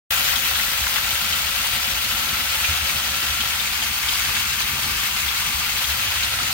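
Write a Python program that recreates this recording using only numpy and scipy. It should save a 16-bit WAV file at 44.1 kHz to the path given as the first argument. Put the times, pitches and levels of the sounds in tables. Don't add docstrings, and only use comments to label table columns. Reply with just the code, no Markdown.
import sys
import numpy as np
from scipy import signal
from scipy.fft import rfft, irfft
from scipy.io import wavfile
from scipy.ndimage import uniform_filter1d

SR = 44100
rng = np.random.default_rng(int(sys.argv[2]) if len(sys.argv) > 2 else 0)


def store_pcm(level_fs):
    pcm = np.round(np.clip(level_fs, -1, 1) * 32767).astype(np.int16)
    wavfile.write(sys.argv[1], SR, np.atleast_2d(pcm).T)


N = 287973
HZ = np.fft.rfftfreq(N, 1 / SR)
TIME = np.arange(N) / SR
START_S = 0.105


def amp(db):
    return 10 ** (np.asarray(db) / 20)


def unit(x):
    return x / np.sqrt(np.mean(x ** 2) + 1e-20)


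def at_hz(rows, column=1):
    columns = np.transpose(rows)
    return np.interp(np.log(HZ + 1), np.log(columns[0]), columns[column])


def at_time(rows):
    times, *columns = np.transpose(rows)
    return [np.interp(TIME, times, column) for column in columns]


def band(x, lo_hz, hi_hz):
    below = lambda hz: 1 / (1 + (HZ / hz) ** 16)
    return irfft(rfft(x) * (below(hi_hz) - below(lo_hz)), N)


def band_at_level(x, lo_hz, hi_hz, db):
    part = band(x, lo_hz, hi_hz)
    return part * amp(db) / np.std(part.mean(0))


def drift(rate_hz):
    noise = rfft(rng.standard_normal(N))
    return unit(irfft(noise * np.exp(-(HZ / rate_hz) ** 2) * HZ / (HZ + 5), N))


def swells(rows):
    middle, length, *columns = np.transpose(rows)
    arches = np.cos(np.pi * np.clip((TIME - middle[:, None]) / length[:, None], -.5, .5)) ** 2
    return [column @ arches for column in columns]


def settling(steady_db, extra_db, settle_s):
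    return steady_db + extra_db * np.exp(-np.maximum(TIME - START_S, 0) / settle_s)


def add(mix, start_s, sound):
    part = mix[:, round(start_s * SR):][:, :sound.shape[1]]
    part += sound[:, :part.shape[1]]


def brick_echo(x, echo_db, tail_s):
    t = np.arange(SR // 5) / SR
    echoes = rng.standard_normal((2, len(t))) * (rng.random((2, len(t))) < .15)
    echoes *= (t > .0015) * amp(-60 * t / tail_s)
    echoes *= amp(echo_db) / np.linalg.norm(echoes, axis=1, keepdims=True)
    return x + signal.oaconvolve(x, echoes, axes=1)[:, :x.shape[1]]


def standing_waves(x, waves):
    change_db = sum(db * np.exp(-2 * ((HZ - hz) / width) ** 2) for hz, width, db in waves)
    return irfft(rfft(x) * amp(change_db), N)


def hum(hz=103, db=-45, start_s=5.9, rise_s=0.13):
    cycles = np.cumsum(hz + .8 * drift(4.5)) / SR
    fade_in = np.clip((TIME - start_s) / rise_s, 0, 1)
    return amp(db) * unit(np.sin(2 * np.pi * cycles)) * fade_in


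def flames(low_cut_hz=45, flutter_db=-45.5, waver_db=2):
    # frequency in Hz, relative level in dB.
    flame_tone = [(15, -32), (30, -9.5), (50, -2), (62, -4), (71, 5), (84, -5.5), (112, -14.5), (135, -6),
                  (150, -11.5), (172, -17), (215, -11.5), (300, -20.5), (420, -25.5), (900, -59)]
    # middle in seconds, length in seconds, change in dB.
    gusts = [(1.0, 0.37, 1), (2.3, 0.45, 3.5), (3.15, 1, 3), (4.35, 0.41, 4), (4.82, 0.53, 6),
             (6.0, 0.51, -1), (6.42, 0.36, 2.5)]
    common, apart = rfft(rng.standard_normal((2, N))) * amp(at_hz(flame_tone))
    apart *= np.minimum(HZ / 1750, 1)
    roar = irfft(np.array([common + apart, common - apart]), N)
    rumble = band(roar, 12, 101.5)
    rumble /= np.sqrt(abs(uniform_filter1d(rumble[0] ** 2, size=SR // 4)) + 1e-12)
    low_cut = 1 / np.sqrt(1 + (low_cut_hz / (HZ + 1)) ** 5)
    rumble = irfft(rfft(rumble * amp(-40.5)) * low_cut, N)
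    flutter = roar * amp(waver_db * drift(17.5))
    return rumble + band_at_level(flutter, 94.4, 1200, flutter_db + swells(gusts)[0])


def rumble_swells(swell_s=0.018):
    # start in seconds, peak level in dB, pitch in Hz.
    low_swells = [(0.518, -38, 70), (0.805, -30, 68), (1.315, -31, 69.4), (1.431, -36, 70),
                  (1.913, -34, 61.7), (2.681, -22.5, 78.5), (2.809, -25.5, 69.5), (3.289, -30.5, 70),
                  (3.702, -29, 67), (4.269, -34, 69), (4.901, -30, 67), (4.945, -36, 66.4),
                  (5.254, -34, 65), (5.54, -33, 68), (5.874, -31, 72.4), (6.073, -32, 78.5),
                  (6.234, -36, 65.4)]
    t, out = np.arange(SR // 4) / SR, np.zeros((2, N))
    swell = (t / swell_s * np.exp(1 - t / swell_s)) ** 2
    for start_s, db, hz in low_swells:
        add(out, start_s, amp(db) * swell * np.sin(2 * np.pi * hz * t) * np.ones((2, 1)))
    return out


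def pops(rows, fade_s, width, ring_gain, ring_s, echo_db):
    t, out = np.arange(SR // 25) / SR, np.zeros((2, N))
    hz = np.fft.rfftfreq(len(t), 1 / SR) + 1
    for start_s, db, pitch_hz, left_db in rows:
        resonance = 1 / (1 + 1j * (hz / pitch_hz - pitch_hz / hz) / width)
        noise = rng.standard_normal((2, len(t))) * np.exp(-t / fade_s)
        burst = irfft(rfft(noise) * resonance ** 2, len(t))
        ring = np.sin(2 * np.pi * pitch_hz * t) * t / ring_s * np.exp(1 - t / ring_s)
        pop = burst / abs(burst).max(1, keepdims=True) + ring_gain * ring
        add(out, start_s, pop * amp(db + np.array([[left_db], [-left_db]]) / 2))
    return brick_echo(out, echo_db, tail_s=0.069)


def log_cracks():
    # start in seconds, level in dB, pitch in Hz, left over right in dB.
    cracks = [(0.512, -14, 1800, 3), (0.868, -9, 1390, 3), (0.982, -10.5, 1610, 1), (3.435, -22, 850, 3),
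              (4.791, -24, 850, -1), (6.388, -15, 1500, 6)]
    return pops(cracks, fade_s=0.004, width=1.05, ring_gain=0.056, ring_s=0.00015, echo_db=-19)


def oil_spits():
    # start in seconds, level before echo in dB, pitch in Hz, left over right in dB.
    drops = [(0.1458, -22, 2700, 6), (0.2764, -15, 2880, 10), (0.3574, -14.5, 3370, 9),
             (0.4574, -19, 2360, -1), (0.5521, -18, 3220, 5), (0.5967, -15.5, 2070, 3),
             (0.9594, -11.5, 2080, 9), (1.3254, -14, 3220, 3), (2.0455, -17, 4200, 2),
             (2.2874, -16.5, 3760, 8), (2.6444, -12, 2470, 1), (2.8964, -17, 2550, 1),
             (3.4072, -13, 3200, 3), (3.5977, -17, 3600, 7), (3.8197, -16, 3100, 3), (4.0861, -11, 3150, 1),
             (4.3655, -13.5, 2230, -1), (4.6169, -16, 3940, 6), (5.2844, -14.5, 3320, 3),
             (5.8391, -15, 3340, 2), (6.2334, -14, 3890, -3)]
    return pops(drops, fade_s=0.002, width=0.76, ring_gain=0.39, ring_s=0.0014, echo_db=2.0)


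def bursts(per_s, lo_hz, hi_hz, patches, ring_cycles, snap_gain, snap_s, spread_db, flurry_db,
           echo_db, tail_s):
    t, out = np.arange(SR // 100) / SR, np.zeros((2, N))
    for hz in np.geomspace(lo_hz, hi_hz, patches):
        flurry = np.interp(TIME, np.arange(0, 7, .025), rng.standard_normal(280))
        size_db = spread_db * np.minimum(rng.exponential(1, N), 4) + flurry_db * flurry
        clicks = amp(size_db) * (rng.random(N) < per_s / patches / SR) * rng.choice([-1, 1], N)
        ring = np.sin(2 * np.pi * (hz * t + rng.random((2, 1)))) * np.exp(-t * hz / ring_cycles)
        snap = rng.standard_normal((2, len(t))) * np.exp(-t / snap_s)
        bubble = unit(ring) + snap_gain * unit(snap)
        patch = signal.oaconvolve(clicks[None], bubble, axes=1)[:, :N]
        out += brick_echo(patch, echo_db, tail_s)
    return unit(out)


def pan_at_microphones(x):
    # frequency in Hz, then relative left and right levels in dB.
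    pan_tone = [(201, -45, -28), (437, -19, -20), (546, -15.5, -16.5), (723, -11.5, -14.5),
                (850, -7, -14.5), (1115, -6.5, -9.5), (1510, -1.5, -3), (1750, -3.5, -5.5), (2700, 0.9, -1),
                (3760, -0.8, -3), (5080, -6.5, -5), (5350, -7, -11), (6370, -5.5, -7.5), (7360, -9, -15),
                (9000, -11.5, -10.5), (10050, -14.5, -13.5), (11300, -9, -11.5), (12400, -9, -14),
                (15600, -5.5, -15)]
    # frequency in Hz, likeness from 0 to 1.
    likeness = [(300, 0.91), (600, 0.86), (780, 0.53), (1000, 0.38), (3500, 0.45), (6000, 0.016),
                (12000, 0)]
    # frequency in Hz, lead in radians.
    left_lead = [(300, 1.3), (550, 0.2), (760, 1.15), (980, -1.1), (1250, 1.57), (1550, -1.93),
                 (1900, 0.74), (3700, 1.18)]
    spectrum = rfft(x)
    power = abs(uniform_filter1d(abs(spectrum) ** 2, 401, axis=1))
    left, other = spectrum / np.sqrt(power + 1e-12)
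    same = at_hz(likeness)
    right = same * left * np.exp(-1j * at_hz(left_lead)) + np.sqrt(1 - same ** 2) * other
    return irfft([left * amp(at_hz(pan_tone, column=1)), right * amp(at_hz(pan_tone, column=2))], N)


def sizzle():
    # middle in seconds, length in seconds, bubble change in dB, fizz change in dB.
    surges = [(0.32, 0.2, 1.0, 0), (0.6, 0.091, 1.3, 0.3), (0.95, 0.11, 0.9, 0.2), (1.32, 0.14, 0.5, -1),
              (1.6, 0.18, 1.2, 0.6), (2.42, 0.73, 0.3, 1.5), (2.68, 0.36, 1.2, 0.5), (2.9, 0.18, 1, 0.8),
              (3.22, 0.12, 0.5, 0), (4.13, 0.27, 1, 1.5), (4.32, 0.59, 1.5, 0.3), (5.27, 0.14, 0.5, 0.9),
              (5.92, 0.45, 0.5, 2.4), (6.24, 0.14, 0.7, -1), (6.42, 0.25, 0.6, -2)]
    # time in seconds, turn from front (0) to side (1), fizz left over right in dB.
    path = [(0.1, 0.1, 2.5), (2.2, 0.093, 1.5), (3.3, 0.069, 0), (3.95, 0.94, 1), (5.45, 1, 2),
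            (5.95, 0.34, 1), (6.5, 0.02, -4)]
    # frequency in Hz, width in Hz, change in dB.
    front_waves = [(435, 150, -3), (537, 49, 7), (733, 48, 5), (1327, 80, 4.5), (1670, 130, -0.6),
                   (1940, 89, 3), (2920, 120, 2), (3500, 910, 0)]
    side_waves = [(593, 140, -5.5), (965, 36, 4), (1193, 73, 5.5), (2140, 150, 2), (3760, 760, -1.5)]
    bubbles = bursts(per_s=4400, lo_hz=896, hi_hz=5036, patches=20, ring_cycles=3.15, snap_gain=0.7,
                     snap_s=0.00044, spread_db=2.5, flurry_db=1.4, echo_db=-1.5, tail_s=0.076)
    fizz = bursts(per_s=6500, lo_hz=5566, hi_hz=15200, patches=14, ring_cycles=5.1, snap_gain=0.96,
                  snap_s=0.00078, spread_db=2.0, flurry_db=2.5, echo_db=-1.0, tail_s=0.045)
    frying = pan_at_microphones(bubbles + amp(0.5) * fizz) * amp(0.33 * drift(18))
    turn, left_db = at_time(path)
    frying = (1 - turn) * standing_waves(frying, front_waves) + turn * standing_waves(frying, side_waves)
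    bubble_surge, fizz_surge = swells(surges)
    bubble_db = settling(steady_db=-26, extra_db=3, settle_s=0.4) + bubble_surge
    fizz_db = settling(steady_db=-33.5, extra_db=6.1, settle_s=0.82) + fizz_surge
    sides_db = np.array([left_db, -left_db]) / 2
    body = band_at_level(frying, 100, 11300, bubble_db) * amp(0.17 * sides_db)
    finest_fizz = band_at_level(frying, 11080, 17900, fizz_db) * amp(sides_db)
    return body + finest_fizz


def scene():
    return oil_spits() + log_cracks() + sizzle() + flames() + rumble_swells() + hum()


def record(dry):
    opened = dry * np.clip((TIME - START_S) / .002, 0, 1)
    treble_cut = signal.firwin(1023, cutoff=15850, window=("kaiser", 9), fs=SR)
    return signal.oaconvolve(opened, treble_cut[None], "same")


dry = scene()
out = record(dry)
store_pcm(out)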